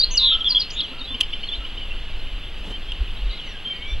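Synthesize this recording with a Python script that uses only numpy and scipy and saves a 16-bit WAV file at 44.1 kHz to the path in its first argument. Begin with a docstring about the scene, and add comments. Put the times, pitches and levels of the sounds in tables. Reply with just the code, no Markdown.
"""Songbird in light wind.

A small bird a few metres off ends its phrase: whistled sweeps, a long buzz, two short trills.
Further away, birds whistle, chip and grunt over a faint chorus. All calls are modulated tones.
A twig snaps, ringing its resonances. Foliage scatters echoes; wind rumbles on the microphone.
Narrow stereo: the left channel lags by one sample."""
import sys
import numpy as np
from scipy import signal
from scipy.fft import rfft, irfft
from scipy.io import wavfile
from scipy.ndimage import uniform_filter1d

SR = 44100
rng = np.random.default_rng(int(sys.argv[2]) if len(sys.argv) > 2 else 0)


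def digitize_waveform(pressure):
    """Quantize a signal to 16-bit integers and store it at the path in sys.argv[1].

    Rows of a 2-D input are taken as channels; values are limited to [-1, 1].
    """
    field = np.atleast_2d(pressure).T
    bounded = np.clip(field, -1, 1)
    quanta = np.round(bounded * 32767).astype(np.int16)
    wavfile.write(sys.argv[1], SR, quanta)


N = 176400

# near whistles, one curve per note: t/s, f/Hz, level/dB
NEAR_NOTES = [
    [(0.0, 4530, -10), (0.008, 4620, -18.5), (0.016, 4790, -12.5)],
    [(0.002, 3720, -50), (0.01, 3610, -23), (0.025, 3910, -19), (0.038, 4200, -13.5), (0.045, 4400, -12)],
    [(0.104, 5550, -48), (0.112, 6200, -34), (0.12, 6550, -32), (0.13, 6400, -33), (0.145, 6060, -27.5),
     (0.155, 6090, -31), (0.159, 6600, -32), (0.163, 8220, -43), (0.167, 7440, -59), (0.171, 6030, -34),
     (0.175, 4930, -14.5), (0.18, 4520, -10.5), (0.19, 4060, -19.5)],
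    [(0.406, 3370, -26), (0.415, 3220, -23), (0.424, 3130, -24)],
    [(0.443, 3640, -40), (0.446, 3350, -15), (0.45, 3250, -30)],
    [(0.478, 5560, -52.5), (0.495, 5010, -25), (0.511, 4590, -13.5), (0.515, 5480, -36.5),
     (0.518, 4340, -21), (0.524, 4210, -18.5), (0.535, 4020, -37), (0.552, 4120, -39)],
    [(0.582, 5080, -45), (0.588, 5500, -53), (0.597, 4960, -26), (0.607, 4670, -17), (0.612, 6170, -49),
     (0.616, 4420, -21), (0.622, 4140, -20), (0.632, 4250, -42), (0.645, 4330, -38)],
    [(0.702, 6380, -46), (0.707, 4420, -28), (0.712, 6200, -40.5), (0.718, 6700, -52), (0.727, 6960, -50.2),
     (0.745, 6670, -46), (0.772, 6900, -62.5)],
    [(0.752, 3510, -40), (0.775, 3556, -27.5), (0.795, 3820, -25.5), (0.802, 3510, -19), (0.808, 3120, -16)],
    [(0.805, 5245, -40.5), (0.812, 4180, -26), (0.822, 3493, -26.5), (0.828, 3320, -35), (0.84, 3370, -31),
     (0.855, 3000, -26)],
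]
# long buzz: t/s, f/Hz, level/dB, warble rate/Hz, depth/Hz, throb/0-1
BUZZ_CURVE = [(.188, 4050, -19, 172, 60, 0), (.204, 3830, -20, 171, 260, .1),
              (.228, 3830, -15.5, 170, 290, .1), (.3, 3540, -16.5, 163.5, 350, .15),
              (.33, 3430, -17.5, 160, 390, .75), (.347, 3330, -21, 160, 330, .8),
              (.353, 3150, -18, 160, 120, .35), (.366, 3230, -21, 160, 30, 0)]
# trills: t/s, length/s, f/Hz, level/dB, swell/dB, warble rate/Hz, depth/Hz, throb/0-1, end sag/Hz
TRILL_NOTES = [(0.4515, 0.0365, 3400, -22, 6, 98, 130, 0.22, 250),
               (0.5462, .0385, 3260, -19.5, 5, 104, 90, 0.72, 20)]
# far whistles, one curve per note: t/s, f/Hz, level/dB
FAR_NOTES = [
    [(0.095, 972, -51), (0.11, 1010, -47), (0.135, 984, -48)],
    [(0.147, 2930, -26), (0.16, 2950, -26), (0.18, 2760, -26.5)],
    [(0.195, 1128, -53), (0.215, 1059, -47), (0.255, 1043, -44), (0.3, 1016, -57)],
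    [(0.31, 1322, -45), (0.36, 1354, -45), (0.44, 1361, -49.5)],
    [(0.505, 995, -47), (0.54, 1016, -46.5), (0.585, 1013, -51)],
    [(0.585, 3550, -43.5), (0.61, 3710, -36.5), (0.635, 4040, -40)],
    [(0.935, 1347, -46), (0.98, 1350, -49.5), (1.02, 1365, -49)],
    [(0.992, 4560, -34), (1.0, 3960, -43), (1.015, 3700, -30), (1.035, 3720, -43), (1.052, 4000, -41),
     (1.065, 3990, -36)],
    [(1.07, 3390, -29), (1.09, 3440, -38), (1.125, 3560, -29)],
    [(1.105, 1013, -52), (1.13, 1080, -51), (1.155, 1060, -56)],
    [(1.18, 1165, -53), (1.215, 1010, -54)],
    [(1.31, 3570, -66), (1.33, 3430, -27), (1.35, 3430, -46)],
    [(1.42, 4320, -43), (1.445, 4300, -45), (1.47, 4320, -45)],
    [(1.473, 4380, -36), (1.48, 3820, -43), (1.492, 3307, -21.5), (1.505, 3590, -35), (1.53, 3460, -30.5),
     (1.545, 3620, -32), (1.558, 4130, -36), (1.57, 3920, -40)],
    [(1.555, 2880, -43), (1.6, 2900, -53), (1.645, 2809, -34), (1.668, 3340, -33.5)],
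    [(1.6, 1330, -47), (1.63, 1339, -47), (1.665, 1380, -52)],
    [(1.81, 3024, -35), (1.83, 2950, -40), (1.86, 2880, -40)],
    [(1.908, 2745, -28), (1.92, 2760, -30), (1.93, 3060, -46)],
    [(2.43, 3590, -43), (2.445, 3330, -38), (2.458, 3060, -34)],
    [(2.69, 2770, -63), (2.705, 3020, -38.4), (2.73, 3100, -34.5), (2.77, 3170, -42)],
    [(2.885, 3170, -33), (2.9, 3290, -36), (2.915, 3230, -35)],
    [(3.165, 4050, -45), (3.175, 3770, -41), (3.195, 3830, -48)],
    [(3.295, 4140, -42), (3.315, 3770, -33), (3.335, 3950, -44), (3.35, 4080, -39), (3.4, 4060, -52)],
    [(3.31, 4670, -42), (3.325, 4360, -42), (3.34, 4570, -58)],
    [(3.325, 2093, -41), (3.35, 2140, -46), (3.39, 2210, -49)],
    [(3.372, 4000, -45), (3.39, 3430, -34.5), (3.403, 3130, -30)],
    [(3.4, 2960, -38), (3.44, 2985, -39), (3.485, 2980, -40)],
    [(3.435, 6800, -72.1), (3.47, 6090, -54.5), (3.53, 5360, -59)],
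    [(3.445, 2330, -44), (3.49, 1977, -46), (3.56, 1560, -51)],
    [(3.65, 3100, -29.5), (3.67, 3190, -30), (3.715, 3148, -26.5), (3.745, 3110, -41), (3.78, 3115, -36)],
    [(3.7, 2310, -44), (3.75, 2225, -45), (3.8, 2172, -45), (3.84, 2270, -39), (3.9, 2326, -39.5),
     (3.96, 2340, -57)],
    [(3.72, 1910, -50), (3.75, 1930, -51), (3.82, 1960, -45)],
    [(3.76, 4800, -47), (3.78, 4340, -49)],
    [(3.82, 3150, -35), (3.85, 3130, -38), (3.88, 3410, -33)],
    [(3.86, 3550, -53), (3.9, 3494, -43), (3.925, 3570, -33)],
    [(3.865, 5690, -61), (3.92, 5700, -58), (3.985, 6010, -78)],
]
# rattle on a whistle: start/s, end/s, rate/Hz, depth/Hz, throb/dB
NEAR_NOTE_RATTLE = (.752, .799, 250, 170, 4.)
FAR_NOTE_RATTLE = (.286, .45, 27.5, 45, 6.)
# rising chips: t/s, peak/dB
CHIP_CALLS = [(1.142, -21.5), (1.2275, -21.5), (1.3295, -20), (1.4305, -21), (1.5295, -21.5),
              (1.646, -27.5), (1.7733, -26)]
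# twig crackles: t/s, push/dB, t60/s, contact/ms
CRACKLES = [(1.2045, -7, .3, .1), (1.206, -3, 0.11, 0.09), (1.2084, 0, 0.028, .1), (1.21, 10, .01, .02),
            (1.2135, 1, .2, 0.11), (2.92, -2, 0.013, 0.4), (2.9222, -6, .03, .6)]
# twig resonances: f/Hz, width/Hz, gain/dB
TWIG_MODES = [(2775, 330, 2), (3140, 306, 7.5), (4100, 1470, -11.5), (1040, 550, -26), (1990, 1300, -24),
              (6300, 1700, -18.5), (9900, 1900, -19.5), (13500, 7900, -33)]
# far bird's grunts: t/s, level/dB, f/Hz
GRUNT_CALLS = [(0.812, -39, 300), (0.913, -37, 260), (1.005, -38.5, 259.6), (1.105, -35.5, 267.4),
               (1.142, -37, 248), (1.197, -42, 303)]
# grunt harmonics 1-4: gain/dB
GRUNT_HARMONICS_DB = [0, -13, -25, -10.5]
# wind rumble: t/s, level/dB
WIND_LEVEL = [(0.0, -26.5), (0.52, -32), (0.99, -33.5), (1.22, -31), (1.41, -32), (1.56, -32.5),
              (1.77, -27), (1.99, -26.5), (2.22, -25.5), (2.39, -28.5), (2.55, -28), (3.16, -27.5),
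              (3.55, -35.5), (3.75, -34.5), (4.0, -18.5)]
# rumble spectrum: f/Hz, relative density/dB
WIND_SPECTRUM = [(5.9, -33), (10, 1.5), (21, 0.5), (36, -7.5), (63, -15.5), (97, -24.5), (130, -37),
                 (170, -60), (290, -120)]
# buffets on the microphone: centre t/s, peak/dB, f/Hz, length/s
WIND_BUFFETS = [(1.596, -21.5, 45, 0.057), (2.345, -20, 29.8, 0.074), (3.018, -14, 50.3, 0.041),
                (3.263, -18, 40.9, 0.18), (3.939, -23, 49.5, 0.061)]
# low rustle: centre t/s, level/dB, half-width/s
LOW_RUSTLE = (2.67, -43, 0.1)
# dawn chorus: t/s, level/dB
CHORUS_LEVEL = [(0, -40), (.8, -41.5), (1.6, -44.5), (2.4, -47), (3.2, -44), (4, -48.5)]
# ambient noise: f/Hz, relative density/dB
AIR_SPECTRUM = [(60, -45), (100, -6), (183, -6.5), (330, -9.5), (570, -12), (900, -15), (1300, -15),
                (1900, -14.5), (2400, -12), (2900, -3.5), (3600, -13), (4400, -21.5), (5500, -32),
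                (7000, -35.5), (10000, -38), (13000, -38), (16000, -52.5)]

NEAR_EDGE_S, NEAR_FLUTTER_DB = .002, 1
BUZZ_JITTER, BUZZ_START_TURNS, BUZZ_FLUTTER_DB = .06, -.187, 1.5
FAR_EDGE_S, FAR_FLUTTER_DB, FAR_FADING_DB = .008, 2.2, 3
SECOND_HARMONIC_DB, UPPER_HARMONICS_DB, WAVER_PER_DB = -46.5, -55, .0013
CHIP_S, CHIP_FROM_HZ, CHIP_TO_HZ = .0145, 2800, 3232
CHIP_LOW_HZ, CHIP_LOW_DB, CHIP_BREATH_DB = 2316, -24, -27
CRACKLE_CLICK, CRACKLE_NOISE, FIRST_SNAP_END_S = 3.7, .33, 1.2175
GRUNT_S, GRUNT_RISE = .041, .13
CHORUS_HZ, CHORUS_HIGH_HZ, CHORUS_HIGH_DB = 3046, 4330, -12
CHORUS_NOTE_S, CHORUS_SPREAD, CHORUS_GLIDE, CHORUS_SCATTER_DB = .02493, .093, .0807, .5
AIR_DB, AIR_DRIFT_DB, TREBLE_HZ, TREBLE_FLICKER_DB = -39.5, .22, 7000, 1.3
HISS_DB, MONO_BELOW_HZ, TOP_HZ = -75, 1300, 15800


def whistles(notes, edge_s, flutter_db, rattle, fading_db=0):
    """Tones on pitch and level curves; one note rattles. 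fading_db: level dips from moving air."""
    out = np.zeros(N)
    from_s, to_s, rate_hz, depth_hz, throb_db = rattle
    dips_db = -fading_db * np.abs(wander(90))
    for note in notes:
        times, hz, db = np.array(note, float).T
        start = times[0] - edge_s / 2
        t = np.arange(start, times[-1] + edge_s / 2, 1 / SR)
        rattling = np.clip(np.minimum(t - from_s, to_s - t) / .004, 0, 1) * (abs(times[0] - from_s) < .03)
        phase = 2 * np.pi * rate_hz * (t - from_s)
        pitch_hz = uniform_filter1d(np.interp(t, times, hz), 90) + depth_hz * rattling * np.sin(phase)
        level_db = np.interp(t, times, db) + throb_db * rattling * np.cos(phase)
        level_db += dips_db[np.abs(t * SR).astype(int)]
        add(out, max(start, 0), tone(pitch_hz, level_db, edge_s, flutter_db)[t >= 0])
    return out


def buzz():
    """Fast pitch warble; the level throbs twice per cycle."""
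    out = np.zeros(N)
    times, *columns = np.array(BUZZ_CURVE).T
    t = np.arange(times[0], times[-1], 1 / SR)
    hz, db, rate_hz, depth_hz, throb = (np.interp(t, times, column) for column in columns)
    rate_hz *= 1 + BUZZ_JITTER * wander(250)[:len(t)]
    phase = 2 * np.pi * (np.cumsum(rate_hz) / SR + BUZZ_START_TURNS)
    beat = 1 - throb * np.cos(2 * phase + .3)
    add(out, times[0], beat * tone(hz + depth_hz * np.cos(phase), db, NEAR_EDGE_S, BUZZ_FLUTTER_DB))
    return out


def trills():
    """Short swelling warbles, one throb per cycle; the pitch sags at the end."""
    out = np.zeros(N)
    for start, length_s, hz, db, swell_db, rate_hz, depth_hz, throb, sag_hz in TRILL_NOTES:
        t = np.arange(0, length_s, 1 / SR)
        phase = 2 * np.pi * rate_hz * t
        beat = 1 - throb * np.clip((.85 * length_s - t) / .005, 0, 1) * np.cos(phase + .25)
        pitch_hz = hz - depth_hz * np.cos(phase + 1.1) - sag_hz * (t / length_s) ** 4
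        level_db = db + swell_db * np.minimum(1.9 * t / length_s, 1)
        add(out, start, beat * tone(pitch_hz, level_db, NEAR_EDGE_S))
    return out


def chips():
    """Short upward sweeps with a weak low note and breath noise."""
    out, u = np.zeros(N), np.linspace(0, 1, int(CHIP_S * SR))
    sweep_hz = CHIP_FROM_HZ + (CHIP_TO_HZ - CHIP_FROM_HZ) * u
    for start, db in CHIP_CALLS:
        sweep = tone(sweep_hz, db - 7 + 4 * u, edge_s=.0029, flutter_db=1)
        noise = band(rng.standard_normal(len(u)), hz=4700, width_hz=1000)
        breath = unit_rms(band(noise, hz=4700, width_hz=1000)) * np.hanning(len(u))
        low_note = tone(np.full(len(u), CHIP_LOW_HZ), db + CHIP_LOW_DB, edge_s=.003)
        add(out, start, sweep + low_note + undb(db + CHIP_BREATH_DB) * breath)
    return out


def twig():
    """Clicks with decaying noise drive broad resonances; longer contact is duller."""
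    push, t = np.zeros(N), np.arange(0, .04, 1 / SR)
    for start, db, t60_s, contact_ms in CRACKLES:
        gate = (start + t < FIRST_SNAP_END_S) | (start > FIRST_SNAP_END_S)
        burst = CRACKLE_NOISE * rng.standard_normal(len(t)) * gate
        burst[0] = CRACKLE_CLICK
        pole = np.exp(-2 * np.pi * 1000 / (contact_ms * SR))
        add(push, start, signal.lfilter([1 - pole], [1, -pole], burst * undb(db - 60 * t / t60_s)))
    return sum((-1) ** k * undb(db) * band(push, hz, width_hz)
               for k, (hz, width_hz, db) in enumerate(TWIG_MODES))


def grunts():
    """Soft, low harmonic calls, rising slightly."""
    out, t = np.zeros(N), np.arange(0, GRUNT_S, 1 / SR)
    for start, db, hz in GRUNT_CALLS:
        phase = 2 * np.pi * hz * t * (1 + GRUNT_RISE * (t / GRUNT_S - 1) / 2)
        wave = sum(undb(gain_db) * np.sin(k * phase) for k, gain_db in enumerate(GRUNT_HARMONICS_DB, 1))
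        add(out, start - GRUNT_S / 4, undb(db) * np.hanning(len(t)) * wave)
    return out


def wind():
    """Wind on the microphone: rumble, low buffets, one rustle."""
    t = np.arange(N) / SR
    level_db = np.interp(t, *np.array(WIND_LEVEL).T)
    out = coloured_noise(WIND_SPECTRUM) * undb(level_db + .57 * wander(36))
    for centre_s, db, hz, length_s in WIND_BUFFETS:
        envelope = undb(db) * np.exp(-8 * ((t - centre_s) / length_s) ** 2)
        out += envelope * np.cos(2 * np.pi * hz * (t - centre_s - .012))
    centre_s, db, half_width_s = LOW_RUSTLE
    rustle = unit_rms(band(rng.standard_normal(N), hz=180, width_hz=180))
    rustle *= undb(db + 3.5 * wander(64.77))
    return out + rustle * np.exp(-((t - centre_s) / half_width_s) ** 2)


def chorus(count=1100):
    """Distant birds: short random glides round one pitch, about a third higher and weaker."""
    out, u = np.zeros(N), np.linspace(-1, 1, int(CHORUS_NOTE_S * SR))
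    for when, pick in rng.random((count, 2)):
        offset, glide, scatter = rng.standard_normal(3)
        centre_hz, db = (CHORUS_HIGH_HZ, CHORUS_HIGH_DB) if pick < 1 / 3 else (CHORUS_HZ, 0)
        hz = centre_hz * np.exp(CHORUS_SPREAD * offset + CHORUS_GLIDE * glide * u)
        add(out, when * N / SR, tone(hz, db + CHORUS_SCATTER_DB * scatter, CHORUS_NOTE_S / 2))
    return unit_rms(out) * undb(np.interp(np.arange(N) / SR, *np.array(CHORUS_LEVEL).T))


def air():
    """Near-steady ambient noise; the treble flickers."""
    noise = coloured_noise(AIR_SPECTRUM) * undb(AIR_DB + AIR_DRIFT_DB * wander(2.2))
    treble = signal.sosfilt(signal.butter(2, TREBLE_HZ, "high", fs=SR, output="sos"), noise)
    return noise + treble * (undb(TREBLE_FLICKER_DB * wander(20)) - 1)


def echo(x, db, t60_s):
    """Decaying tail scattered by leaves and reeds; no direct sound."""
    t = np.arange(0, .8, 1 / SR)
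    tail = rng.standard_normal(len(t)) * undb(-60 * t / t60_s) * (t > .002)
    return undb(db) * signal.fftconvolve(x, tail / np.linalg.norm(tail))[:N]


def tone(hz, db, edge_s, flutter_db=0):
    """Bird voice: sine at rms level db, faint harmonics, soft ends, level and pitch flutter."""
    t = np.arange(len(hz)) / SR
    fade = np.sin(np.pi / 2 * np.clip(np.minimum(t, t[::-1]) / edge_s, 0, 1)) ** 2
    level_db = db + flutter_db * smooth_unit(rng.standard_normal(len(t)), 120)
    waver = WAVER_PER_DB * flutter_db * smooth_unit(rng.standard_normal(len(t)), 300)
    phase = 2 * np.pi * (np.cumsum(hz * (1 + waver)) / SR + rng.random())
    wave = np.sin(phase) + undb(SECOND_HARMONIC_DB) * np.sin(2 * phase)
    wave += undb(UPPER_HARMONICS_DB) * (np.sin(3 * phase) + np.sin(4 * phase))
    return np.sqrt(2) * fade * undb(level_db) * wave


def coloured_noise(spectrum):
    """Shaped noise, rms 1."""
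    hz, db = np.array(spectrum, float).T
    bins_hz = np.maximum(np.arange(N // 2 + 1) * SR / N, 1)
    gain = undb(np.interp(np.log(bins_hz), np.log(hz), db))
    return unit_rms(irfft(rfft(rng.standard_normal(N)) * gain, N))


def wander(rate_hz):
    """Smooth random drift, rms 1."""
    hold = int(SR / rate_hz)
    return smooth_unit(np.repeat(rng.standard_normal(N // hold + 1), hold), hold)


def smooth_unit(x, samples):
    return unit_rms(uniform_filter1d(uniform_filter1d(x, samples), samples)[:N])


def band(x, hz, width_hz):
    return signal.lfilter(*signal.iirpeak(hz, hz / width_hz, fs=SR), x)


def undb(db):
    return 10 ** (np.asarray(db) / 20)


def unit_rms(x):
    return x / np.sqrt(np.mean(x ** 2))


def add(out, start_s, x):
    i = int(start_s * SR)
    out[i:i + len(x)] += x[:N - i]


def scene():
    """Mono mix with echoes; left delayed one sample."""
    near = whistles(NEAR_NOTES, NEAR_EDGE_S, NEAR_FLUTTER_DB, NEAR_NOTE_RATTLE) + buzz() + trills()
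    far = whistles(FAR_NOTES, FAR_EDGE_S, FAR_FLUTTER_DB, FAR_NOTE_RATTLE, FAR_FADING_DB)
    far += chips() + chorus()
    snaps = twig()
    near += echo(near, db=-12, t60_s=.12) + echo(near, db=-14, t60_s=.29)
    far += echo(far, db=-4, t60_s=.19)
    snaps += echo(snaps, db=-20, t60_s=.1)
    mono = near + far + snaps + grunts() + wind() + air()
    return np.array([np.append(mono[0], mono[:-1]), mono])


def record(dry):
    """Faint hiss per channel; bass the same in both channels; steep top cut."""
    wet = dry + undb(HISS_DB) * rng.standard_normal(dry.shape)
    side = (wet[0] - wet[1]) / 2
    low_side = signal.sosfiltfilt(signal.butter(1, MONO_BELOW_HZ, fs=SR, output="sos"), side)
    wet -= np.array([low_side, -low_side])
    return signal.sosfilt(signal.ellip(8, .2, 70, TOP_HZ, fs=SR, output="sos"), wet)


dry = scene()
out = record(dry)
digitize_waveform(out)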